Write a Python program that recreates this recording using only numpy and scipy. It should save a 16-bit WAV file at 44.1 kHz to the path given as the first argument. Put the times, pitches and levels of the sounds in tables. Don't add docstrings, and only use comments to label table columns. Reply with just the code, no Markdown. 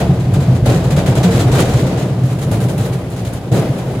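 import sys
import numpy as np
from scipy import signal
from scipy.io import wavfile
from scipy.ndimage import uniform_filter1d, minimum_filter1d

SR = 44100
rng = np.random.default_rng(int(sys.argv[2]) if len(sys.argv) > 2 else 0)


def transcribe(signal):
    frames = np.atleast_2d(signal).T
    limited = np.clip(frames, -1, 1)
    pcm = np.round(limited * 32767).astype(np.int16)
    wavfile.write(sys.argv[1], SR, pcm)


N = 176400
TIME = np.arange(N) / SR


def from_db(db):
    return 10 ** (np.asarray(db) / 20)


def rms_one(x):
    return x / np.sqrt(np.mean(x ** 2) + 1e-20)


def level(rows):
    return from_db(np.interp(TIME, *np.transpose(rows)))


def at_hz(points, hz):
    freqs, values = np.transpose(points)
    return np.interp(np.log(hz), np.log(freqs), values)


def drift(rate_hz):
    step, run_in = 40, 2000
    pole = np.exp(-2 * np.pi * rate_hz * step / SR)
    noise = rng.standard_normal(N // step + run_in + 2)
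    slow = signal.lfilter([1], [1, -2 * pole, pole * pole], noise)[run_in:]
    return np.interp(np.arange(N) / step, np.arange(len(slow)), rms_one(slow))


def burst(start_s, rise_s, hold_s, t60_s):
    age = TIME - start_s
    return np.clip(age / rise_s, 0, 1) * np.exp(-np.log(1000) * np.clip((age - hold_s) / t60_s, 0, 2))


def blows(rows, rise_s, t60_s):
    return np.sqrt(sum((from_db(db) * burst(start, rise_s, rise_s, t60_s)) ** 2 for start, db in rows))


def resonate(drive, hz, width_hz):
    peak = signal.butter(1, [hz - width_hz / 2, hz + width_hz / 2], "band", fs=SR, output="sos")
    return rms_one(signal.sosfilt(peak, drive))


def shaken(modes):
    return rms_one(sum(from_db(db) * resonate(rng.standard_normal(N + SR), hz, width)[SR:]
                       for hz, width, db in modes))


def grit(grain_db, grains_per_s=1800, spread_db=4):
    shape = (2, 2, N)
    sizes = from_db(spread_db * np.minimum(rng.exponential(1, shape), 5)) * rng.choice([-1, 1], shape)
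    grains = rms_one(sizes * (rng.random(shape) < grains_per_s / SR))
    return rng.standard_normal(shape) + from_db(grain_db) * grains


def stereo_bands(drive, spectrum, flicker_db, flicker_hz, treble_from_hz=8000, treble_lag_s=.000297):
    # freq_hz, correlation
    likeness = [(260, 0.94), (520, 0.93), (1000, 0.7), (1800, 0.13), (3000, 0.027), (4200, 0.34),
                (5300, -0.44), (6300, 0.41), (7400, 0.18), (9000, 0.76), (15000, 1)]
    # freq_hz, level_db
    balance = [(130, -1), (500, 1.4), (1200, 2.5), (2600, 0.8), (4200, -0.9), (6300, -4), (9000, -0.5)]
    # time_s, level_db
    treble_lift = [(0, 2), (2, 0.5), (2.6, 5.5), (3.3, 3.5), (3.56, 3.5), (4, 4)]
    out, sides = np.zeros((2, N)), np.array([[1], [-1]])
    edges = np.geomspace(125, 16000, 22)
    common_flicker = drift(flicker_hz)
    for k, (low, high) in enumerate(zip(edges, edges[1:])):
        bandpass = signal.butter(2, [low, high], "band", fs=SR, output="sos")
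        mid, side = signal.sosfilt(bandpass, drive[k % 2])
        hz = np.sqrt(low * high)
        alike = np.clip(at_hz(likeness, hz), -1, 1)
        band = np.sqrt(1 + alike) * mid + np.sqrt(1 - alike) * side * sides
        band *= from_db(sides * at_hz(balance, hz) / 2)
        if hz > treble_from_hz:
            band[0] = np.roll(band[0], round(treble_lag_s * SR))
            band *= level(treble_lift)
        flicker = common_flicker + .5 * drift(flicker_hz)
        out += band * from_db(at_hz(spectrum, hz) + flicker_db * flicker)
    return rms_one(out)


def air(level_db=-43, cutoff_hz=72):
    lowpass = signal.butter(2, cutoff_hz, fs=SR, output="sos")
    return from_db(level_db) * rms_one(signal.sosfilt(lowpass, rng.standard_normal((2, N))))


def rumble(cutoff_hz=330):
    # pitch_hz, width_hz, relative_db
    pan_modes = [(113.5, 7.4, -3), (128.6, 16.7, 4), (179.5, 5, -2)]
    # time_s, level_db
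    pan_level = [(0, -17), (1.2, -17), (1.8, -19), (2.6, -14.5), (3.1, -20.5), (3.46, -26.5), (3.6, -16.5),
                 (4, -19)]
    # pitch_hz, width_hz, relative_db
    deep_modes = [(56.6, 43, -3.5), (92, 21, -2.5)]
    # time_s, level_db
    deep_level = [(0, -20.5), (1.6, -18.5), (2.1, -31), (2.8, -28), (3.3, -28), (3.6, -35), (4, -31)]
    shaking = level(pan_level) * shaken(pan_modes) + level(deep_level) * shaken(deep_modes)
    return signal.sosfilt(signal.butter(2, cutoff_hz, fs=SR, output="sos"), shaking)


def grinding():
    # time_s, level_db
    grind_level = [(0, -21.5), (.25, -24), (.52, -21.5), (.64, -27.5), (.69, -16.5), (.88, -21.5),
                   (1.65, -17.5), (1.95, -19.5), (2.17, -25), (2.35, -27), (2.56, -23), (2.9, -23.5),
                   (3.07, -28.5), (3.3, -26.5), (3.46, -28.5), (3.515, -28), (3.55, -17.5), (3.85, -25.5),
                   (4, -24)]
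    # freq_hz, density_db
    spectrum = [(100, -11.5), (220, 1), (400, 0), (670, -4), (920, -13), (1250, -17.5), (2000, -20.5),
                (3600, -25), (5500, -30.5), (8200, -32.5), (11000, -40.5)]
    return level(grind_level) * stereo_bands(grit(grain_db=-7.5), spectrum, flicker_db=.92, flicker_hz=31)


def cracks():
    # start_s, level_db
    snaps = [(.336, -31), (.658, -27), (1.152, -29), (1.602, -18.5), (2.513, -33.5), (2.781, -37),
             (3.101, -39.5), (3.334, -33.5)]
    # freq_hz, density_db
    spectrum = [(300, 4), (1500, -14), (5000, -12), (8000, 6), (15500, -7)]
    spray = stereo_bands(grit(grain_db=-5), spectrum, flicker_db=.8, flicker_hz=60)
    return blows(snaps, rise_s=.002, t60_s=.07) * spray


def crunches():
    # start_s, level_db, length_s
    lumps = [(0, -25, 0.0027), (0.195, -38, 0.026), (0.336, -32, 0.024), (0.401, -34.5, 0.035),
             (0.547, -34.5, .02), (0.656, -25.5, 0.042), (0.718, -30.5, 0.059), (0.838, -32, 0.017),
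             (0.903, -26.5, 0.021), (0.961, -27, 0.039), (1.058, -25.5, 0.031), (1.15, -25.5, 0.031),
             (1.228, -22.5, 0.034), (1.305, -27.5, 0.076), (1.39, -23.5, 0.029), (1.514, -26, 0.025),
             (1.545, -23.5, 0.074), (1.594, -24, .02), (1.648, -31, 0.083), (1.733, -28.5, 0.079),
             (1.863, -31, 0.021), (1.971, -32.5, 0.059), (2.232, -37.5, 0.12), (2.385, -35.5, 0.016),
             (2.413, -32, 0.029), (2.512, -29.5, 0.039), (2.6, -31.5, 0.043), (2.683, -32, .02),
             (2.775, -33, 0.093), (2.923, -34, 0.017), (3.105, -39, 0.038), (3.161, -37, 0.046),
             (3.247, -33, 0.03), (3.325, -37.5, 0.051), (3.514, -30, 0.082), (3.778, -36, 0.013)]
    # freq_hz, density_db
    spectrum = [(200, -66), (600, 1), (1200, 7), (2200, 1.5), (4000, 1), (5500, -6.5), (8000, 1),
                (9500, -10.5), (12000, -10), (15500, -15)]
    # pitch_hz, level_db
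    steel_modes = [(3074, -27.5), (4100, -17.5), (5853, -22), (6163, -22)]
    power = sum((from_db(db) * burst(start, rise_s=.004, hold_s=length, t60_s=.16)) ** 2
                for start, db, length in lumps)
    spray = stereo_bands(grit(grain_db=-5), spectrum, flicker_db=1, flicker_hz=38)
    steel = sum(from_db(db) * resonate(rng.standard_normal((2, N)), hz, width_hz=16)
                for hz, db in steel_modes)
    return np.sqrt(power) * (spray + steel)


def clangs(rise_s=.011, ring_db=-8.5, screen_hz=620):
    # start_s, level_db
    drops = [(0, -15), (.09, -23.5), (.654, -14), (.69, -15.5), (.968, -15.5), (1.068, -16.5), (1.162, -15),
             (1.235, -11.5), (1.547, -17), (1.584, -10.5), (2.508, -16.5), (2.6, -23.5), (2.688, -21.5),
             (3.51, -9.5), (3.57, -14)]
    # freq_hz, density_db
    spectrum = [(100, 20), (220, -1), (350, 3), (700, 1), (980, -18.5), (1600, -15.5), (3500, -20.5),
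                (15000, -47)]
    # pitch_hz, width_hz, relative_db
    wall_modes = [(250.7, 7.8, 11.5), (460, 12, 15.5), (657, 35, 16)]
    # time_s, share
    screening = [(1.6, 0), (3, .9)]
    crowd = stereo_bands(rng.standard_normal((2, 2, N)), spectrum, flicker_db=0, flicker_hz=51)
    ringing = from_db(ring_db) * shaken(wall_modes)
    bright = blows(drops, rise_s, t60_s=.33) * crowd + blows(drops, rise_s, t60_s=.55) * ringing
    dull = signal.sosfiltfilt(signal.butter(2, screen_hz, fs=SR, output="sos"), bright)
    screened = np.interp(TIME, *np.transpose(screening))
    return (1 - screened) * bright + screened * dull


def booms(upper_mode_hz=181.7, upper_mode_db=-10):
    # start_s, level_db, pitch_hz
    bumps = [(.087, -5, 135.7), (0.269, -8.5, 127.7), (0.319, -9, 106.4), (0.365, -6, 135),
             (.479, -2.5, 125), (.615, -9.5, 120), (0.669, -4, 125), (0.752, -8, 141), (0.852, -14, 129.1),
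             (0.923, -7, 142), (.976, -9.5, 180), (1.08, -6, 127), (1.167, -6, 128.9), (1.242, -4, 180.2),
             (1.338, -6, 123.8), (1.38, -9.5, 104.5), (1.45, -9.5, 116), (1.522, -6, 134.7),
             (1.599, -8, 134), (1.67, -10.5, 132), (1.738, -5.5, 131.8), (1.815, -7.5, 126.2),
             (2.021, -11, 128.2), (2.105, -12.5, 131.7), (2.235, -9.5, 132), (2.314, -14, 135),
             (2.506, -8, 109.3), (2.559, -11, 116), (2.624, -16, 142), (2.784, -10, 108),
             (2.945, -15.5, 131), (3.265, -12, 118), (3.515, -5, 120), (3.69, -13, 123.7)]
    out = np.zeros(N)
    for start, db, pitch_hz in bumps:
        main, upper = (np.sin(2 * np.pi * (hz * TIME + rng.random())) for hz in (pitch_hz, upper_mode_hz))
        envelope = from_db(db) * burst(start, rise_s=.0035, hold_s=.019, t60_s=.17)
        out += envelope * (main + from_db(upper_mode_db) * upper)
    return out


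def scene(lowest_hz=46):
    mill = rumble() + booms() + grinding() + crunches() + cracks() + clangs()
    return signal.sosfilt(signal.butter(8, lowest_hz, "high", fs=SR, output="sos"), mill) + air()


def record(dry, ceiling=.93, limiter_s=.012, cutoff_hz=15750):
    window = round(limiter_s * SR)
    needed_gain = np.minimum(1, ceiling / (np.abs(dry).max(axis=0) + 1e-9))
    smooth_gain = uniform_filter1d(minimum_filter1d(needed_gain, window), window)
    return signal.sosfilt(signal.ellip(10, .1, 80, cutoff_hz, fs=SR, output="sos"), dry * smooth_gain)


dry = scene()
out = record(dry)
transcribe(out)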